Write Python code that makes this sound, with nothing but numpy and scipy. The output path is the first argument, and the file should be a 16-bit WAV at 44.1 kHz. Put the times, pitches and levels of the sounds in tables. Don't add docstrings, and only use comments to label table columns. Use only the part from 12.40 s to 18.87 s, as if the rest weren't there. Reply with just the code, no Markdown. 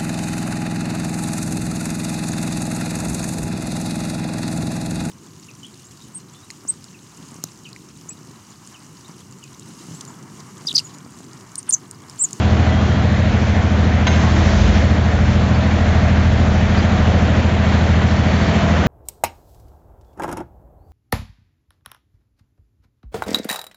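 import sys
import numpy as np
from scipy import signal
from scipy.fft import rfft, irfft
from scipy.io import wavfile
from scipy.ndimage import uniform_filter1d

SR = 44100
rng = np.random.default_rng(int(sys.argv[2]) if len(sys.argv) > 2 else 0)


def ratio_of_db(decibels):
    return 10 ** (np.asarray(decibels, float) / 20)


def digitize_waveform(pressure):
    field = np.atleast_2d(pressure).T
    bounded = np.clip(field, -1, 1)
    quanta = np.round(bounded * 32767).astype(np.int16)
    wavfile.write(sys.argv[1], SR, quanta)


N = 285327


def curves(table):
    s, *columns = np.transpose(table)
    return [np.interp(np.arange(N) / SR, s, column) for column in columns]


def walk(rate):
    hold = int(SR / rate)
    steps = np.repeat(rng.standard_normal(N // hold + 1), hold)
    return 1.36 * uniform_filter1d(uniform_filter1d(steps, hold), hold)[:N]


# time in seconds, turn from 0 to 1.
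TURN = [(0, 0.06), (1, 0.06), (2, 0.05), (3, 0.18), (4, 0.35), (5, 0.41), (5.8, 0.69), (6.2, 0.98),
        (6.47, .9)]


def phone_turn():
    return curves(TURN)[0]


# start in seconds, hold in seconds, level in dB, brightness from 0 to 1.
RUSHES = [
    (-.2, 0.4, 1.5, 0.37),
    (1.0, .12, 1, .8),
    (1.66, 0.54, 5.5, .9),
    (3.3, .1, 1.4, .7),
    (4.3, .5, 1.5, 0.2),
]


def wash_change(turn):
    attack_s, release_s = .08, 0.41
    rest_db = np.array([0, -1.5, -1.28, -1.97])
    full_turn_db = np.array([0.54, 3, 3.84, 2.5])
    dull_share = np.array([.3, 1.2, .8, .3])
    bright_share = np.array([.1, .3, .33, 1.1])
    t = np.arange(N) / SR
    change = rest_db[:, None] + np.outer(full_turn_db, turn)
    for start, hold, db, bright in RUSHES:
        rise = (t - start) / attack_s
        fall = 1 - (t - start - attack_s - hold) / release_s
        swell = np.clip(np.minimum(rise, fall), 0, 1)
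        share = (1 - bright) * dull_share + bright * bright_share
        change = change + db * np.outer(share, swell)
    return change


# frequency in Hz, level in dB per Hz.
WASH_COLOUR = [(12, -61), (29, -61), (42, -55.5), (62, -44.5), (105, -46), (140, -50), (190, -48), (270, -51),
               (450, -56), (640, -51), (760, -54.5), (950, -58.5),
               (1300, -59.5), (1900, -60), (2350, -64), (2770, -66.5), (3300, -67), (3750, -69), (4300, -71),
        (4880, -76), (5400, -75.5), (6200, -75.5), (7500, -81)]


def wash(cycle, lift_phase, turn):
    change = wash_change(turn)
    colour_hz, colour_db = np.transpose(WASH_COLOUR)
    hz = np.maximum(np.fft.rfftfreq(N, 1 / SR), 1)
    colour = ratio_of_db(np.interp(np.log(hz), np.log(colour_hz), colour_db)) * np.sqrt(SR / 2)
    breath_db = .55 * np.cos(2 * np.pi * (cycle - .55)) + 0.25 * np.cos(6 * np.pi * cycle)
    breath_db += 0.34 * np.cos(lift_phase)
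    shared_db = 0.33 * walk(9)
    out = np.zeros(N)
    for octave in np.arange(-6.5, 3.5, .5):
        shape = np.cos(np.pi * np.clip(np.log2(hz / 1000) - octave, -.5, .5))
        place = np.interp(octave, [-2.5, -1.5, -.5, .5, 1.5, 2.5], [0, 1, 1, 2, 2, 3])
        lower = min(int(place), 2)
        layer_db = change[lower] + (place - lower) * (change[lower + 1] - change[lower])
        flicker_db = shared_db + .6 * walk(9) + .6 * walk(25)
        band = irfft(rfft(rng.standard_normal(N)) * colour * shape, N)
        out += ratio_of_db(layer_db + breath_db + flicker_db) * band
    return out


def motor():
    start_hz, climb_hz_per_s = 50.4, 3.5
    start_db, rise_db_per_s = -37, 4.0
    cut_s, fade_s = 1.7, .08
    t = np.arange(N) / SR
    phase = 2 * np.pi * (start_hz * t + climb_hz_per_s * t ** 2 / 2)
    fade = np.clip(1 - (t - cut_s) / fade_s, 0, 1)
    level = ratio_of_db(start_db + rise_db_per_s * t + walk(6)) * fade
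    return np.sqrt(2) * level * (np.sin(phase) + ratio_of_db(-10.5) * np.sin(2 * phase))


# start in seconds, end
# in seconds, pitch in Hz, level in dB, wobble in Hz.
SQUEAKS = [(0.27, 0.46, 3238, -40, 12), (0.46, .58, 3200, -44, 40), (.295, .37, 640, -23.5, 4),
           (0.4, .45, 1240, -35, 7.4), (.27, .36, 1980, -34, 30), (4.92, 5.04, 4530, -48, 30),
           (4.36, 4.41, 4440, -39, 10), (4.365, 4.41, 4540, -43, 30), (4.37, 4.412, 4850, -36.5, 12),
           (5.74, 5.83, 4455, -47, 25), (5.86, 5.9, 4535, -44, 25), (5.88, 5.93, 4455, -44, 10),
           (5.93, 5.99, 4525, -43, 15), (5.98, 6.09, 4455, -44, 10), (6.09, 6.13, 4540, -44, 10),
           (6.0, 6.11, 668, -30, 7.3), (6, 6.47, 685, -30, 6), (-0.5, 5.7, 2395, -50, 3),
           (2.72, 2.92, 57.5, -25, .6), (1.7, 1.8, 88, -26, 1.8), (1.83, 2.1, 326, -28, 2),
           (5.5, 5.6, 72, -27, 1.5)]


def squeaks():
    out, t = np.zeros(N), np.arange(N) / SR
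    for start, end, hz, db, wobble_hz in SQUEAKS:
        swell = np.sin(np.pi * np.clip((t - start) / (end - start), 0, 1))
        level = ratio_of_db(db + 1.7 * walk(30)) * swell
        phase = 2 * np.pi * np.cumsum(hz + wobble_hz * walk(20)) / SR
        out += level * np.sin(phase)
    return np.sqrt(2) * out


# start in seconds, blow in dB, crack in dB, then the modes,
# each with its frequency in Hz, level in dB, 60 dB decay time in seconds.
CLANKS = [
    (1.668, -16, 14, [(624, -3, .05), (830, -2, .05), (996, 1.5, 0.064), (1230, -6, .05), (1456, -3, 0.065), (2156, -1, .07), (2800, -2, .03), (3180, 0.5, 0.036), (3550, -4, .03), (6360, -18, 0.089)]),
    (1.670, -27, -20, [(6362, 0, .2), (6430, -6, .1)]),
    (1.676, -16.5, 10, [(1550, 0.5, .06), (1766, -5, 0.054), (1990, -0.5, .05), (2310, -2, 0.055), (3970, -3, 0.059)]),
    (3.145, -37, 0, [(4530, 1, .15), (5100, 0, .08)]),
    (1.83, -22, -20, [(860, -4.5, 0.33), (1090, -6, .3)]),
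]


def clanks():
    yard_t60_s, yard_db = 0.61, -9
    out, t = np.zeros(N), np.arange(SR) / SR
    crack_filter = signal.butter(3, 2900, fs=SR, output="sos")
    for start, blow_db, crack_db, modes in CLANKS:
        ring = sum(ratio_of_db(db) * np.sin(2 * np.pi * hz * t) * 1000. ** (-t / t60) for hz, db, t60 in modes)
        ring = ring * (1 - np.exp(-t / 0.00055))
        crack = np.diff(rng.standard_normal(SR + 1)) * np.exp(-(t / 0.012) ** 2)
        crack = signal.sosfilt(crack_filter, crack)
        hit = ratio_of_db(blow_db) * (ring + ratio_of_db(crack_db) * crack)
        i = int(start * SR)
        out[i:i + SR] += hit[:N - i]
    dull_noise = signal.lfilter([1], [1, -.8], rng.standard_normal(SR))
    tail = dull_noise * 1000. ** (-t / yard_t60_s) * (t > .03)
    tail /= np.sqrt(np.sum(tail ** 2))
    return out + ratio_of_db(yard_db) * signal.fftconvolve(out, tail)[:N]


# time in seconds, firing rate in Hz, firing tone in dB.
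LIFT = [(1.75, 40, -44.5), (1.9, 41.23, -30), (2.05, 48.32, -22), (2.2, 55.8, -15), (2.3, 58.97, -14),
        (2.4, 62.28, -18.5), (2.55, 64.48, -25), (2.7, 62.46, -28), (2.8, 58.96, -23), (3.05, 43.48, -30),
        (3.25, 38, -42), (3.4, 41.5, -30), (3.6, 45.73, -28), (3.9, 47.66, -27.5), (4.75, 44.56, -29),
        (5, 40.8, -35), (5.9, 39.9, -36), (6.1, 40, -48)]
# level in dB at middle effort, share of the firing tone's change that it follows.
OVERTONES = [(-37, .5), (-43, .15), (-42, 0.21)]
# centre in Hz, width in Hz, lift in dB.
BOX = [(139, 8, 7), (177, 17, 11.5)]


def forklift():
    middle_effort_db = -30
    hz, tone_db = curves(LIFT)
    phase = 2 * np.pi * np.cumsum(hz) / SR
    tones = ratio_of_db(tone_db + walk(6)) * np.sin(phase)
    for k, (db, share) in enumerate(OVERTONES, 2):
        box_db = sum(lift_db / (1 + ((k * hz - centre) / width) ** 2) for centre, width, lift_db in BOX)
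        effort_db = share * (tone_db - middle_effort_db)
        tones += ratio_of_db(db + effort_db + box_db + walk(6)) * np.sin(k * phase + k)
    return np.sqrt(2) * tones, phase


# time in seconds, cycle rate in Hz.
CYCLE = [(0, 13.442), (.92, 13.406), (1.85, 13.392), (2.77, 13.385), (3.7, 13.411), (4.62, 13.419),
         (5.55, 13.437), (6.47, 13.477)]


def diesel_cycle():
    return np.cumsum(curves(CYCLE)[0]) / SR


# multiple of
# the cycle, level in dB rms.
ORDER = [(5, -50.5), (6, -17.5), (7, -23), (8, -34), (9, -23.5), (10, -48), (11, -42), (12, -28), (13, -34),
         (14, -45), (15, -23), (16, -28.5), (17, -29), (18, -42.5), (19, -34.5), (20, -45), (21, -42),
         (22, -40.5), (23, -42.5), (24, -46.5), (26, -43.5),
         (32, -41.5), (34, -44), (35, -43.5), (37, -43), (41, -47.5), (43, -47.5), (44, -46), (46, -44),
         (47, -42), (49, -43.5), (53, -45.5), (55, -40), (74, -47), (111, -50)]


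def diesel(cycle, turn):
    rest_db = (1, -2, -0.15)
    turn_db = [-4.5 * np.clip(turn, 0, 2) ** 3.2, 8 * turn, 0.25 * turn]
    start, slope, bend = 3.975, -.2096, .1095
    uneven = [(0, -.62, .85), (0, -1.45, -2.8)]
    out = np.zeros(N)
    for k, db in ORDER:
        k = int(round(k))
        pipe = start + slope * k + bend * k ** 2
        phase = 2 * np.pi * k * cycle + pipe + uneven[k > 13][k % 3]
        group = (k > 9) + (k > 14)
        level = ratio_of_db(db + rest_db[group] + turn_db[group] + .8 * walk(4))
        out += level * np.cos(phase + .12 * walk(5))
    return np.sqrt(2) * out


def scene():
    cycle, turn = diesel_cycle(), phone_turn()
    lift, lift_phase = forklift()
    background = wash(cycle, lift_phase, turn) + motor()
    steel = squeaks() + clanks()
    return (background + steel + lift + diesel(cycle, turn))[None]


def band_limit(x):
    return signal.sosfilt(signal.butter(12, 7820, fs=SR, output="sos"), x)


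def record(dry):
    rounded = np.tanh(0.81 * dry) / 0.79
    top_cut = signal.ellip(16, .3, 70, 7495, fs=SR, output="sos")
    return band_limit(signal.sosfilt(top_cut, rounded))


dry = scene()
out = record(dry)
digitize_waveform(out)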